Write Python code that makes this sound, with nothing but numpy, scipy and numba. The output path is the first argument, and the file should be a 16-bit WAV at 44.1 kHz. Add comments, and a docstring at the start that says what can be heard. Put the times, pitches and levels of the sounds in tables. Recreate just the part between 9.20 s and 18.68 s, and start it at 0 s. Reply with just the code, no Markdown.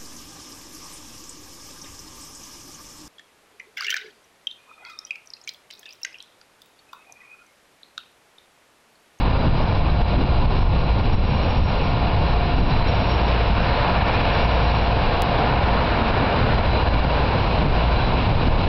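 """A street corner in light wind. Distant engines rumble and one exhaust drones on its firing rate.
Cars roll past, two on the near lane: bodies boom, tyres roar, rush and hiss. A machine's hum, thin
whines, an airy whistle and faint high squeals sit in the tyre noise. Eddies buffet the microphone
port of a small camera, whose limiter ducks everything on loud thumps. There is one tiny click."""
import sys
import numpy as np
from scipy import signal
from scipy.fft import rfft, irfft, next_fast_len
from scipy.io import wavfile
from scipy.ndimage import uniform_filter1d, map_coordinates
from numba import njit

SR = 44100
rng = np.random.default_rng(int(sys.argv[2]) if len(sys.argv) > 2 else 0)


def store_pcm(level_fs):
    """Save levels as 16-bit WAV."""
    pcm = np.round(np.clip(level_fs, -1, 1) * 32767).astype(np.int16)
    wavfile.write(sys.argv[1], SR, np.atleast_2d(pcm).T)


N = 418068
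TIME_S = np.arange(N) / SR


def amp(db):
    """Decibels to gain."""
    return 10 ** (np.asarray(db) / 20)


def unit(x):
    """Scale to rms 1."""
    return x / np.sqrt(np.mean(x ** 2) + 1e-20)


def curve(rows):
    """Time-value rows to one value per sample."""
    return np.interp(TIME_S, *np.transpose(rows))


def bell(at_s, sigma_s):
    """Gaussian swell, peak 1."""
    return np.exp(-.5 * ((TIME_S - at_s) / sigma_s) ** 2)


def wobble(rate_hz):
    """Smooth random curve, rate_hz knots a second."""
    knots = rng.standard_normal(int(N * rate_hz / SR) + 4)
    return map_coordinates(knots, [TIME_S * rate_hz])


def filtered(x, response):
    """Zero-phase filter with gain response(hz)."""
    size = next_fast_len(N + 8192)
    return irfft(rfft(x, size) * response(np.fft.rfftfreq(size, 1 / SR)), size)[:N]


def noise(spectrum, patchy_db):
    """Coloured noise, rms 1, with random gain patches in time and frequency."""
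    bins = signal.stft(rng.standard_normal(N), nperseg=512)[2]
    patches = uniform_filter1d(rng.standard_normal(bins.shape), size=6, axis=0)
    patches = uniform_filter1d(patches, size=14, axis=1)
    patchy = signal.istft(bins * amp(patchy_db * unit(patches)), nperseg=512)[1][:N]
    hz, db = np.transpose(spectrum)
    colour = lambda f: amp(np.interp(np.log(f + 1), np.log(hz), db, left=-60, right=-120))
    return unit(filtered(patchy, colour))


def tone(hz, order=1):
    """Sine, rms 1, on a multiple of a pitch curve."""
    return np.sqrt(2) * np.sin(2 * np.pi * (order * np.cumsum(hz) / SR + rng.random()))


def fuzzy_tone(hz, width_hz):
    """Narrow noise, rms 1, around a pitch curve."""
    centred = wobble(width_hz) * tone(hz)
    detuned = wobble(width_hz) * tone(hz + .3 * width_hz * wobble(15))
    return unit(centred + detuned)


# start/s, length/s, f/Hz, level/dB
SQUEALS = [(0.357, 0.25, 5235, -55.5), (1.265, 0.27, 5245, -55.5), (1.52, 0.36, 5450, -58.5),
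           (1.883, 0.86, 5504, -55.5), (2.939, .25, 5280, -58), (3.305, .33, 5490, -56),
           (3.646, .5, 5500, -51), (4.08, 0.4, 5230, -56.5), (4.677, 0.67, 5235, -57),
           (5.117, 0.56, 5480, -55.5)]

def squeals(fade_s=.05):
    """Faint, chattering squeals far off."""
    starts_s, _, pitches_hz, _ = np.transpose(SQUEALS)
    latest = np.maximum(np.searchsorted(starts_s, TIME_S) - 1, 0)
    hz = pitches_hz[latest]
    gain = sum(amp(db) * np.clip(np.minimum(TIME_S - s, s + length_s - TIME_S) / fade_s, 0, 1)
               for s, length_s, _, db in SQUEALS)
    return .7 * gain * (tone(hz + 6 * wobble(30)) + fuzzy_tone(hz, width_hz=45))


# t/s, level/dB
WHISTLE_SWELLS = [(3.6, -49), (4.6, -49), (7.55, -47), (8.9, -48)]

def whistle(centre_hz=4025, drift_hz=20, rest_db=-49.5):
    """An airy whistle drifts and swells now and then."""
    swells = sum(amp(db) * bell(s, sigma_s=.12) for s, db in WHISTLE_SWELLS)
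    return (amp(rest_db) + swells) * fuzzy_tone(centre_hz + drift_hz * wobble(2.5), width_hz=110)


# f/Hz, rms level/dB
WHINES = [(1016, -45), (1215, -52), (1411, -48.5), (1826, -57.5), (2822, -54.5), (4829, -59.5)]

def whines():
    """Thin sustained tones, wavering slightly."""
    return sum(amp(db + 2.4 * wobble(3)) * tone(hz + .83 * wobble(6)) for hz, db in WHINES)


# t/s, level/dB
HUM_LEVEL = [(0, -54.5), (.8, -36.5), (2.1, -48.5), (2.9, -36), (6.3, -35.5), (7.1, -39), (9.48, -42.5)]

def machine_hum(pitch_hz=704.8):
    """A machine hums on one unsteady tone."""
    return amp(curve(HUM_LEVEL) + 1.1 * wobble(7.8)) * tone(pitch_hz + 2.6 * wobble(14))


# f/Hz, relative density/dB
RUMBLE_SPECTRUM = [(35, -23.5), (65, -2), (90, 0.5), (150, -5), (240, -11.5), (340, -16), (500, -23.5),
                   (1200, -60.5)]

def distant_engines(level_db=-24, drift_db=.6):
    """Many engines blur into a rumble."""
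    return amp(level_db + drift_db * wobble(5)) * noise(RUMBLE_SPECTRUM, patchy_db=1.17)


# multiple of the firing rate, relative level/dB
EXHAUST_HARMONICS = [(1, 1.5), (2, -14.5), (3, -20.5), (4, -26)]
# start/s, length/s, level/dB
EXHAUST_SWELLS = [(0.302, 1.1, -27), (2.902, .55, -24), (3.642, 1, -24), (5.002, .9, -23.5),
                  (6.15, 0.56, -24.5), (7.25, .9, -24), (8.22, 0.91, -22)]

def exhaust(firing_hz=57.65, rest_db=-32.5):
    """One exhaust drones on its firing rate, swelling in slow arches."""
    swells = sum(amp(db) * np.sin(np.pi * np.clip((TIME_S - s) / length_s, 0, 1))
                 for s, length_s, db in EXHAUST_SWELLS)
    hz = firing_hz + .5 * wobble(4)
    drone = sum(amp(db + 1.4 * wobble(2.2)) * tone(hz, order) for order, db in EXHAUST_HARMONICS)
    return np.hypot(swells, amp(rest_db)) * drone


# t/s, relative level/dB
WIND_STRENGTH = [(0.0, -23), (1.5, -21), (3.99, -28), (9.0, -27), (9.13, -22.5), (9.48, -27.5)]
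# t/s, sigma/s, thump/dB, flutter/dB
GUSTS = [(0.28, 0.095, -27.5, -27.5), (1.009, 0.058, -32.5, -20), (1.95, 0.072, -14.5, -33),
         (2.418, .06, -18, -40), (3.425, 0.05, -17, -22), (7.744, .06, -19, -34),
         (8.477, 0.079, -21, -23.5), (9.287, 0.06, -21.5, -26)]
# f/Hz, relative density/dB
BUFFET_SPECTRUM = [(8, -8), (20, 0), (35, -1), (55, -4.5), (90, -8.5), (200, -22.5), (500, -38.5),
                   (1500, -78)]

def wind(lump_db=.94, lump_rate_hz=13):
    """Eddies thump the microphone port in uneven lumps; sharp gusts add a higher flutter."""
    breeze = amp(curve(WIND_STRENGTH) + 2.5 + lump_db * wobble(lump_rate_hz))
    thumps = sum(amp(db) * bell(s, sigma_s) for s, sigma_s, db, _ in GUSTS)
    flutter = sum(amp(db) * bell(s, sigma_s) for s, sigma_s, _, db in GUSTS)
    buffet = np.hypot(breeze, thumps) * noise(BUFFET_SPECTRUM, patchy_db=1.5)
    flutter_spectrum = [(70, -18.5), (125, 1), (200, -4.5), (300, -6), (600, -32.5)]
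    return buffet + flutter * noise(flutter_spectrum, patchy_db=0)


# passing t/s, tyre roar/dB, tyre rush/dB, tread hiss/dB, body boom/dB
CARS = [(0, -34.5, -42, -45.5, -39.5), (4.72, -27, -32.5, -34, -43), (6.95, -27, -30.5, -38.5, -32.5),
        (8.9, -29, -37.5, -36, -38)]

def traffic(layer, far_db, reach, approach_s=.98, leave_s=.93):
    """Gain of one layer: cars fall off as 1/distance and add in power to far traffic."""
    pass_s, *levels_db = np.transpose(CARS)
    car_db = levels_db[("roar", "rush", "hiss", "boom").index(layer)]
    since_s = TIME_S - pass_s[:, None]
    half_power_s = reach * np.where(since_s < 0, approach_s, leave_s)
    nearness = 1 / np.hypot(1, since_s / half_power_s)
    return np.sqrt(amp(far_db) ** 2 + amp(car_db) ** 2 @ nearness ** 2)


# f/Hz, relative density/dB
BOOM_SPECTRUM = [(150, -13.5), (240, 4), (310, -5), (450, -7), (700, -22.5)]

def car_bodies():
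    """Each car's body booms as it passes."""
    return traffic("boom", far_db=-51.5, reach=.8) * noise(BOOM_SPECTRUM, patchy_db=1.5)


def tyre_song(centre_hz=790, level_db=-33):
    """The tyres of a car still coming head-on sing in a narrow band."""
    return amp(level_db) * bell(6.1, sigma_s=.39) * fuzzy_tone(np.full(N, centre_hz), width_hz=300)


# Tyre noise: f/Hz, relative density/dB
ROAR_SPECTRUM = [(200, -19), (370, -9), (460, -1), (600, -0.5), (750, -1), (950, -0.5), (1080, -4),
                 (1250, -12.5), (1600, -23), (2500, -47.5)]
RUSH_SPECTRUM = [(500, -23.5), (1000, -4), (1300, 1), (1500, 2), (1800, -1), (1980, -5.5), (2300, -6),
                 (3000, -15.5), (5000, -31)]
HISS_SPECTRUM = [(1200, -17), (1950, -11), (2250, 1), (2550, 0), (2830, 1), (3080, -4.5), (3800, -5),
                 (4000, -3), (4220, -7), (4500, -10), (5100, -14), (5450, -17.5), (5600, -28.5)]
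RASP_SPECTRUM = [(1450, -20), (1780, 0.5), (1980, -16.5), (2200, -2), (2500, -3.5), (3200, -14),
                 (4500, -25.5)]

def tyres(rasp_db=-35, flicker_db=.25):
    """Tyres roar; near cars add a brighter rush and tread hiss, and the nearest rasps."""
    roar = traffic("roar", far_db=-31, reach=1.06) * noise(ROAR_SPECTRUM, patchy_db=.6)
    rush = traffic("rush", far_db=-43.5, reach=.67) * noise(RUSH_SPECTRUM, patchy_db=1.13)
    hiss = traffic("hiss", far_db=-40, reach=1.22) * noise(HISS_SPECTRUM, patchy_db=0)
    rasp = amp(rasp_db) * bell(4.95, sigma_s=.35) * noise(RASP_SPECTRUM, patchy_db=1)
    return amp(flicker_db * wobble(14)) * (roar + rush + hiss + rasp)


def scene():
    """Mono sum at the microphone."""
    lows = wind() + distant_engines() + car_bodies() + exhaust()
    return (lows + tyres() + tyre_song() + machine_hum() + whines() + whistle() + squeals())[None]


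@njit
def peak_follower(x, attack, release):
    """Envelope that jumps with each peak and sinks slowly."""
    envelope = np.empty_like(x)
    level = 0.
    for i in range(len(x)):
        size = abs(x[i])
        level += (size - level) * attack if size > level else -level * release
        envelope[i] = level
    return envelope


def limiter(x, drive_db, ceiling_db, attack_s, release_s):
    """Peaks over the ceiling pull the gain down; it then recovers."""
    driven = x * amp(drive_db)
    envelope = peak_follower(driven, 1 - np.exp(-1 / (attack_s * SR)), 1 / (release_s * SR))
    return driven / np.maximum(1, envelope / amp(ceiling_db))


# Treble roll-off: f/Hz, gain/dB
ROLL_OFF = [(4800, -0.5), (5250, -1.5), (5512, -4.5), (5800, -13.5), (6200, -36.5)]

def coarse_sampling(x, step, top_hz):
    """Keeping one sample in step mirrors the treble; a soft filter trims the image."""
    kept = step * x * (np.arange(N) % step == 0)
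    return filtered(kept, lambda hz: amp(np.interp(hz, *np.transpose(ROLL_OFF))) * (hz < top_hz))


def click(at_s=6.0208, level_db=-12, decay_s=.0003):
    """One abrupt jump, with tails under a millisecond rising into it and relaxing after it."""
    since_s = TIME_S - at_s
    return -amp(level_db) * np.sign(since_s) * np.exp(-np.abs(since_s) / decay_s)


def record(dry):
    """The camera limits the level, samples coarsely and clicks once."""
    limited = limiter(dry[0], drive_db=1.86, ceiling_db=-10.5, attack_s=.00015, release_s=.069)
    dulled = coarse_sampling(limited, step=4, top_hz=6250)
    return filtered(dulled + click(), lambda hz: hz < 16000)[None]


dry = scene()
out = record(dry)
store_pcm(out)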